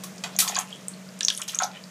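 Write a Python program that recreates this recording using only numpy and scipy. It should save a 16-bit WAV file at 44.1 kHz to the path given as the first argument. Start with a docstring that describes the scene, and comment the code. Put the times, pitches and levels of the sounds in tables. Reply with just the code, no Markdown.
"""A thin stream from a tap runs into an empty ceramic sink while a ferret moves about on the rim.
The water slaps into splashes, ticks on the glaze and traps tiny bubbles that ring as drips.
The animal knocks the hollow basin, scuffs it, squeaks on the wet glaze and clinks the plug chain.
The small bathroom answers each of these with a short echo, and hums and hisses faintly underneath."""
import sys
import numpy as np
from scipy import signal
from scipy.fft import rfft, irfft
from scipy.io import wavfile

SR = 44100
rng = np.random.default_rng(int(sys.argv[2]) if len(sys.argv) > 2 else 0)


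def output_pcm(signal):
    """Save a mono or channel-first signal as 16-bit PCM at the path in sys.argv[1].

    Samples are clipped to [-1, 1] before scaling.
    """
    pcm = np.clip(np.atleast_2d(signal).T, -1, 1) * 32767
    wavfile.write(sys.argv[1], SR, np.round(pcm).astype(np.int16))


N = 83790


def amp(db):
    """Turns decibels into a number to multiply a sound by."""
    return 10 ** (np.asarray(db) / 20)


def unit(x):
    """Scales a sound to an average strength (rms) of 1."""
    return x / np.sqrt(np.mean(x ** 2) + 1e-20)


def seconds(size=16384):
    """The time of each sample in one event."""
    return np.arange(size) / SR


def read(points, hz):
    """Reads between the rows of a (frequency, value) table, with octaves evenly spaced."""
    f, value = np.transpose(points)
    return np.interp(np.log(hz + 1), np.log(f + 1), value)


def add(mix, s, sound):
    """Mixes a sound in, starting at s seconds."""
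    part = mix[max(round(s * SR), 0):][:len(sound)]
    part += sound[:len(part)]


def bell(hz, centre, octaves):
    """A smooth hump that favours frequencies near the centre; more octaves make it wider."""
    return 1 / (1 + (np.log2((hz + 1) / centre) / octaves) ** 2 / 4) ** 4


def noise(gain, size=16384):
    """Steady noise of strength 1; gain(hz) says how much of each frequency it holds."""
    spectrum = rfft(rng.standard_normal(size)) * gain(np.fft.rfftfreq(size, 1 / SR))
    return unit(irfft(spectrum, size))


def burst(gain, decay):
    """A short puff of noise, coloured by gain(hz), that swells at once and dies away."""
    t = seconds()
    fall = np.exp(-t / decay) * (1 - np.exp(-t / 0.00056))
    white = np.roll(rng.standard_normal(len(t)) * fall, 12)  # starts late: colouring smears it both ways
    puff = irfft(rfft(white) * gain(np.fft.rfftfreq(len(t), 1 / SR)))
    return unit(puff * (t < t[-1] / 2)) * np.sqrt(np.mean(fall ** 2))


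def bubble(hz, rise):
    """A tiny note, like a ringing bubble: it swells for rise seconds and dies, climbing a little."""
    t = seconds(size=1024)
    age = t / rise
    climb_per_s = 5.3  # as a share of the starting pitch
    swell = (age * np.exp(1 - age)) ** 1.66
    return swell * np.sin(2 * np.pi * hz * t * (1 + climb_per_s * t / 2))


def drips():
    """Single drops either ring a bubble with a soft splat, or tick on the hard glaze."""
    # drops that ring a bubble: (time [s], pitch [Hz], level [dB], rise time [s])
    ringing_drops = [(.3643, 6650, -18, 0.00041), (0.4816, 4470, -20.5, 0.00067),
                     (0.4878, 6640, -16, 0.00055), (.4934, 6800, -16.5, 0.00039),
                     (0.5548, 4750, -16, 0.00056), (.557, 5800, -21.5, .0006), (0.565, 6780, -13, 0.00064),
                     (0.567, 3470, -22.5, 0.00052), (0.5877, 6730, -13, 0.00059),
                     (.5888, 6760, -11, 0.00038), (0.7271, 3185, -28, 0.0016), (.8832, 8250, -13, 0.00027),
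                     (0.938, 4300, -35, 0.0011), (1.089, 4840, -35.5, 0.00053),
                     (1.2086, 3700, -9.5, 0.00024), (1.2313, 5770, -13, 0.00054),
                     (1.2496, 6230, -5, 0.00041), (1.2841, 5470, -1.5, 0.00024),
                     (1.2835, 3560, -6.5, 0.00035), (1.3024, 3210, -11.5, 0.00056),
                     (1.376, 9260, -15, 0.00023), (1.422, 3020, -19.5, 0.0004), (1.487, 6240, -19, 0.00049),
                     (1.5471, 6300, -14, 0.00056), (1.588, 6740, -9, 0.0008),
                     (1.5895, 3580, -17.5, 0.00031), (1.6349, 6430, -14, 0.00052),
                     (1.639, 5830, -19.5, 0.0008), (1.768, 2960, -36.5, 0.0023)]
    # drops that tick: (time [s], centre frequency [Hz], level [dB], fade time [s])
    ticking_drops = [(.160, 7000, -35, .001), (0.1798, 5470, -34, 0.0029), (0.5467, 6000, -19, 0.0012),
                     (0.592, 9200, -16, 0.001), (0.6005, 9100, -12.5, 0.00044),
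                     (1.1896, 7400, -29.5, 0.0012), (1.207, 7000, -15.5, .0012), (1.285, 4350, -22, 0.0036),
                     (1.301, 7400, -12.5, 0.00069), (1.3481, 6400, -21.5, 0.0013),
                     (1.3663, 7800, -25, 0.0012), (1.376, 3450, -29.5, 0.0027),
                     (1.3825, 6850, -24.5, 0.0015), (1.4165, 6740, -13, 0.001), (1.4842, 5850, -24, 0.0017),
                     (1.4922, 3430, -25, 0.0038), (1.5534, 7560, -14.5, .0009),
                     (1.6214, 3830, -15, 0.00051), (1.6313, 4800, -27, 0.01), (1.7142, 4400, -37.5, 0.0021),
                     (1.838, 4860, -32, 0.0022)]
    out = np.zeros(N)
    for s, hz, db, rise in ringing_drops:
        add(out, s, amp(db) * bubble(hz, rise))
        splat = burst(lambda f: bell(f, hz, octaves=0.71), decay=0.0013)
        add(out, s, amp(db - 15.5) * splat)
    for s, hz, db, decay in ticking_drops:
        add(out, s, amp(db) * burst(lambda f: bell(f, hz, octaves=0.43), decay))
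    return out


def splashes():
    """Water slaps the sink, and a softer, fine spray trails off."""
    # slaps of water: (time [s], level [dB], fade time [s], treble tilt above 1000 Hz [dB per octave])
    slaps = [(.036, -30, 0.007, 0.5), (0.2375, -24, 0.0055, -8), (0.388, -7.5, 0.0027, 0.5),
             (0.4015, -12, 0.0045, 1.5), (0.4765, -20.5, 0.0039, -3), (1.478, -35, 0.033, -2)]
    # tone colour of a splash: (frequency [Hz], relative level [dB])
    splash_colour = [(60, -48), (300, -48), (700, -15.5), (1500, -11), (2800, -6), (3400, -0.5),
                     (4700, -2.5), (5900, 0.5), (8200, -2.5), (9300, -3), (11500, -5.5), (15000, -10)]
    out = np.zeros(N)
    for s, db, decay, tilt in slaps:
        colour = lambda f: amp(read(splash_colour, f) + tilt * np.log2(np.maximum(f, 1000) / 1000))
        slap = burst(colour, decay)
        spray = amp(-9.5) * burst(colour, decay=0.028)
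        add(out, s, amp(db) * (slap + spray))
    return out


def showers():
    """Loose clouds of tiny droplets are thrown up between the larger drops."""
    # droplet clouds: (time [s], length [s], typical level [dB], typical pitch [Hz])
    clouds = [(0.413, .1, -39, 7500), (0.544, .08, -33.5, 7740), (.67, .1, -44.5, 6300),
              (1.222, .13, -36, 6900), (1.351, .09, -38.5, 8200), (1.473, .08, -36, 6400),
              (1.593, .06, -32.5, 6740)]
    drops_per_s, spread_octaves, spread_db = 420, 0.39, 5
    out = np.zeros(N)
    for s, length, db, hz in clouds:
        chances = np.clip(rng.standard_normal((64, 3)), -2, 2)
        for k, (late, pitch, size) in enumerate(chances):
            delay = (k + late) / drops_per_s
            if delay < length:
                droplet = bubble(hz * 2 ** (spread_octaves * pitch), rise=0.00018)
                add(out, s + delay, amp(db + spread_db * size) * droplet)
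    return out


def trickle():
    """Tiny bubbles tick faintly, at random, where the thin stream lands."""
    ticks_per_s, low_hz, high_hz = 80, 2320, 8000
    out = np.zeros(N)
    for when, pitch, size in rng.random((int(ticks_per_s * N / SR), 3)):
        tick = bubble(low_hz * (high_hz / low_hz) ** pitch, rise=0.00015)
        add(out, when * N / SR, amp(-47 + 8 * size) * tick)
    return out


def knocks():
    """Each knock of the animal is a short note and a dull thud, and rings the basin near its pitch."""
    # hollow knocks: (time [s], base level [dB], pitch [Hz])
    hits = [(0.035, -34.5, 1068), (.238, -26.5, 950), (.352, -36.5, 675), (.389, -51, 1500),
            (.422, -24, 1330), (0.447, -30.5, 892), (.466, -26.5, 1005), (.497, -26, 800), (.526, -29, 750),
            (0.562, -22, 1050), (.568, -28.5, 1620), (.579, -20.5, 838), (.591, -27.5, 1137),
            (1.21, -30, 1705), (1.284, -36.5, 1010), (1.305, -30.5, 1630), (1.393, -38.5, 1100),
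            (1.403, -37, 1380), (1.535, -34.5, 1360), (1.556, -36, 1200), (1.6, -23.5, 943),
            (1.604, -30, 1970), (1.602, -13, 1345), (1.621, -17.5, 798), (1.642, -23, 760),
            (1.64, -31.5, 1470)]
    # the basin's own notes: (pitch [Hz], relative level [dB], time to fade by 60 dB [s])
    basin_notes = [(660, -32, 0.036), (752, -5, 0.12), (967, -8, .045), (1043, 0.5, 0.058),
                   (1296, -8, 0.085), (1337, 0, 0.082), (1603, -5.5, 0.045), (1850, -2, 0.021)]
    out, t = np.zeros(N), seconds()
    onset = 1 - np.exp(-t / 0.0025)
    for s, db, pitch in hits:
        ring = np.zeros(len(t))
        for hz, note_db, fade in basin_notes:
            strength = bell(hz, pitch, octaves=0.56) * amp(note_db - 60 * t / fade)
            ring += strength * np.sin(2 * np.pi * (hz * t + rng.random()))
        note = bubble(pitch, rise=0.0022)
        thud = burst(lambda f: bell(f, pitch, octaves=0.4), decay=0.0046)
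        add(out, s, amp(db - 5) * note)
        add(out, s, amp(db - 10.5) * onset * ring)
        add(out, s, amp(db - 22) * thud)
    return out


def scuffs():
    """Paws and fur rub the basin: a grainy noise that swells and fades with each move."""
    # rubs: (time [s], length [s], level [dB], centre frequency [Hz])
    rubs = [(0.316, 0.056, -46, 3530), (0.497, 0.14, -37, 2400), (1.379, 0.053, -47, 1490),
            (1.52, .05, -44.5, 2380), (1.599, 0.048, -40.5, 2060), (1.709, 0.092, -47.5, 2430)]
    out = np.zeros(N)
    for s, length, db, hz in rubs:
        grain = amp(4.5 * noise(lambda f: 1 / (1 + (f / 250) ** 2)))  # a fast flutter in level
        rub = noise(lambda f: bell(f, hz, octaves=0.76))
        swell = np.sin(np.pi * np.minimum(seconds() / length, 1))
        add(out, s, amp(db) * swell * unit(grain * rub))
    return out


def clink():
    """The plug chain rings briefly as the animal pulls back."""
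    # the chain's own notes: (pitch [Hz], relative level [dB], time to fade by 60 dB [s])
    chain_notes = [(2505, -0.5, 0.037), (4640, -2, 0.027), (7200, -25, 0.047), (7590, -0.5, 0.068)]
    out, t = np.zeros(N), seconds()
    ring = sum(amp(db - 60 * t / fade) * np.sin(2 * np.pi * hz * t) for hz, db, fade in chain_notes)
    add(out, s=0.238, sound=amp(-27.5) * ring)
    return out


def squeak():
    """Rubbing on the wet glaze makes a faint, fuzzy tone that climbs, is loudest early and trails off."""
    start_hz, climb_hz_per_s, fuzz_hz, length_s = 2600, 6700, 240, 0.17
    out, t = np.zeros(N), seconds()
    fuzz = noise(lambda f: 1 / (1 + (f / fuzz_hz) ** 2))
    tone = np.sin(2 * np.pi * t * (start_hz + climb_hz_per_s * t / 2))
    progress = np.minimum(t / length_s, 1)
    arch = np.sqrt(4 * progress * (1 - progress))
    early_peak = np.exp(-2.6 * abs(progress - 0.29))
    add(out, s=0.66, sound=amp(-47.5) * unit(fuzz * tone) * arch * early_peak)
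    return out


def bathroom(x, room_db, bowl_db):
    """Sound bounces quickly inside the bowl, then dies away in the small room."""
    # how long the room echoes: (frequency [Hz], time to fade by 60 dB [s])
    echo_times = [(300, 0.33), (1300, 0.31), (3500, 0.17), (7000, 0.14), (14000, 0.17)]
    t = seconds()
    hz, times, bands = signal.stft(rng.standard_normal(len(t)), SR, nperseg=256)
    fade = amp(-60 * times / read(echo_times, hz)[:, None])  # each band of noise fades at its own speed
    tail = signal.istft(bands * fade, SR, nperseg=256)[1][:len(t)]
    tail *= 1 - np.exp(-t / 0.0068)  # the echo takes a moment to build
    bowl = rng.standard_normal(len(t)) * np.exp(-t / 0.0026) * (t > 0.001)
    echo = (amp(room_db) * unit(tail) + amp(bowl_db) * unit(bowl)) / np.sqrt(len(t))
    return x + signal.fftconvolve(x, echo)[:N]


def background():
    """Water and room hiss softly, over a low hum that wavers and sinks for a while."""
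    # loudness of the hum: (time [s], level [dB])
    hum_levels = [(0, -43.5), (.12, -43.5), (.3, -44.5), (1.2, -46.5), (1.33, -52), (1.6, -51.5),
                  (1.72, -49), (1.9, -46)]
    # faint steady tones beside the hum: (pitch [Hz], level [dB])
    steady_tones = [(135, -64.5), (452, -65.5), (585, -64.5), (635, -62.5)]
    # tone colour of the hiss: (frequency [Hz], relative level [dB])
    hiss_colour = [(25, -40), (70, -35), (100, -15.5), (135, -8), (200, -5), (300, -12.5), (600, -9.5),
                   (800, -16.5), (1100, -15.5), (2000, -18), (2700, -19.5), (4300, -23.5), (6700, -20),
                   (9000, -26.5), (15000, -36.5)]
    hum_hz, waver_width_hz = 186.4, 38.4
    t = seconds(size=N)
    hum_db = np.interp(t, *np.transpose(hum_levels))
    hiss_db = -48.5 + 0.62 * (hum_db - hum_db.mean())  # the hiss partly follows the hum
    hiss = noise(lambda f: amp(read(hiss_colour, f)), size=N)
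    tones = sum(amp(db) * unit(np.sin(2 * np.pi * (hz * t + rng.random()))) for hz, db in steady_tones)
    waver = noise(lambda f: 1 / (1 + ((f - hum_hz) / waver_width_hz) ** 2) ** 2, size=N)
    hum = unit(unit(np.sin(2 * np.pi * hum_hz * t)) + 0.57 * waver)
    return amp(hiss_db) * hiss + amp(hum_db) * hum + tones


def scene():
    """Water and animal in the bathroom, in one channel; the knocks get a stronger echo."""
    water = drips() + splashes() + showers() + trickle()
    animal = scuffs() + squeak() + clink()
    light_sounds = bathroom(water + animal, room_db=-7.5, bowl_db=-7.5)
    hollow_knocks = bathroom(knocks(), room_db=-6, bowl_db=3)
    return (light_sounds + hollow_knocks + background())[None]


def record(dry):
    """A small microphone loses the deep bass, clips anything too loud and cuts the highest treble."""
    low_hz, high_hz = 51, 15300
    bass_cut = signal.butter(4, low_hz, "high", fs=SR, output="sos")
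    treble_cut = signal.firwin(255, high_hz, window=("kaiser", 8), fs=SR)
    clipped = np.clip(signal.sosfilt(bass_cut, dry), -1, 1)
    return signal.oaconvolve(clipped, treble_cut[None], "same")


dry = scene()
out = record(dry)
output_pcm(out)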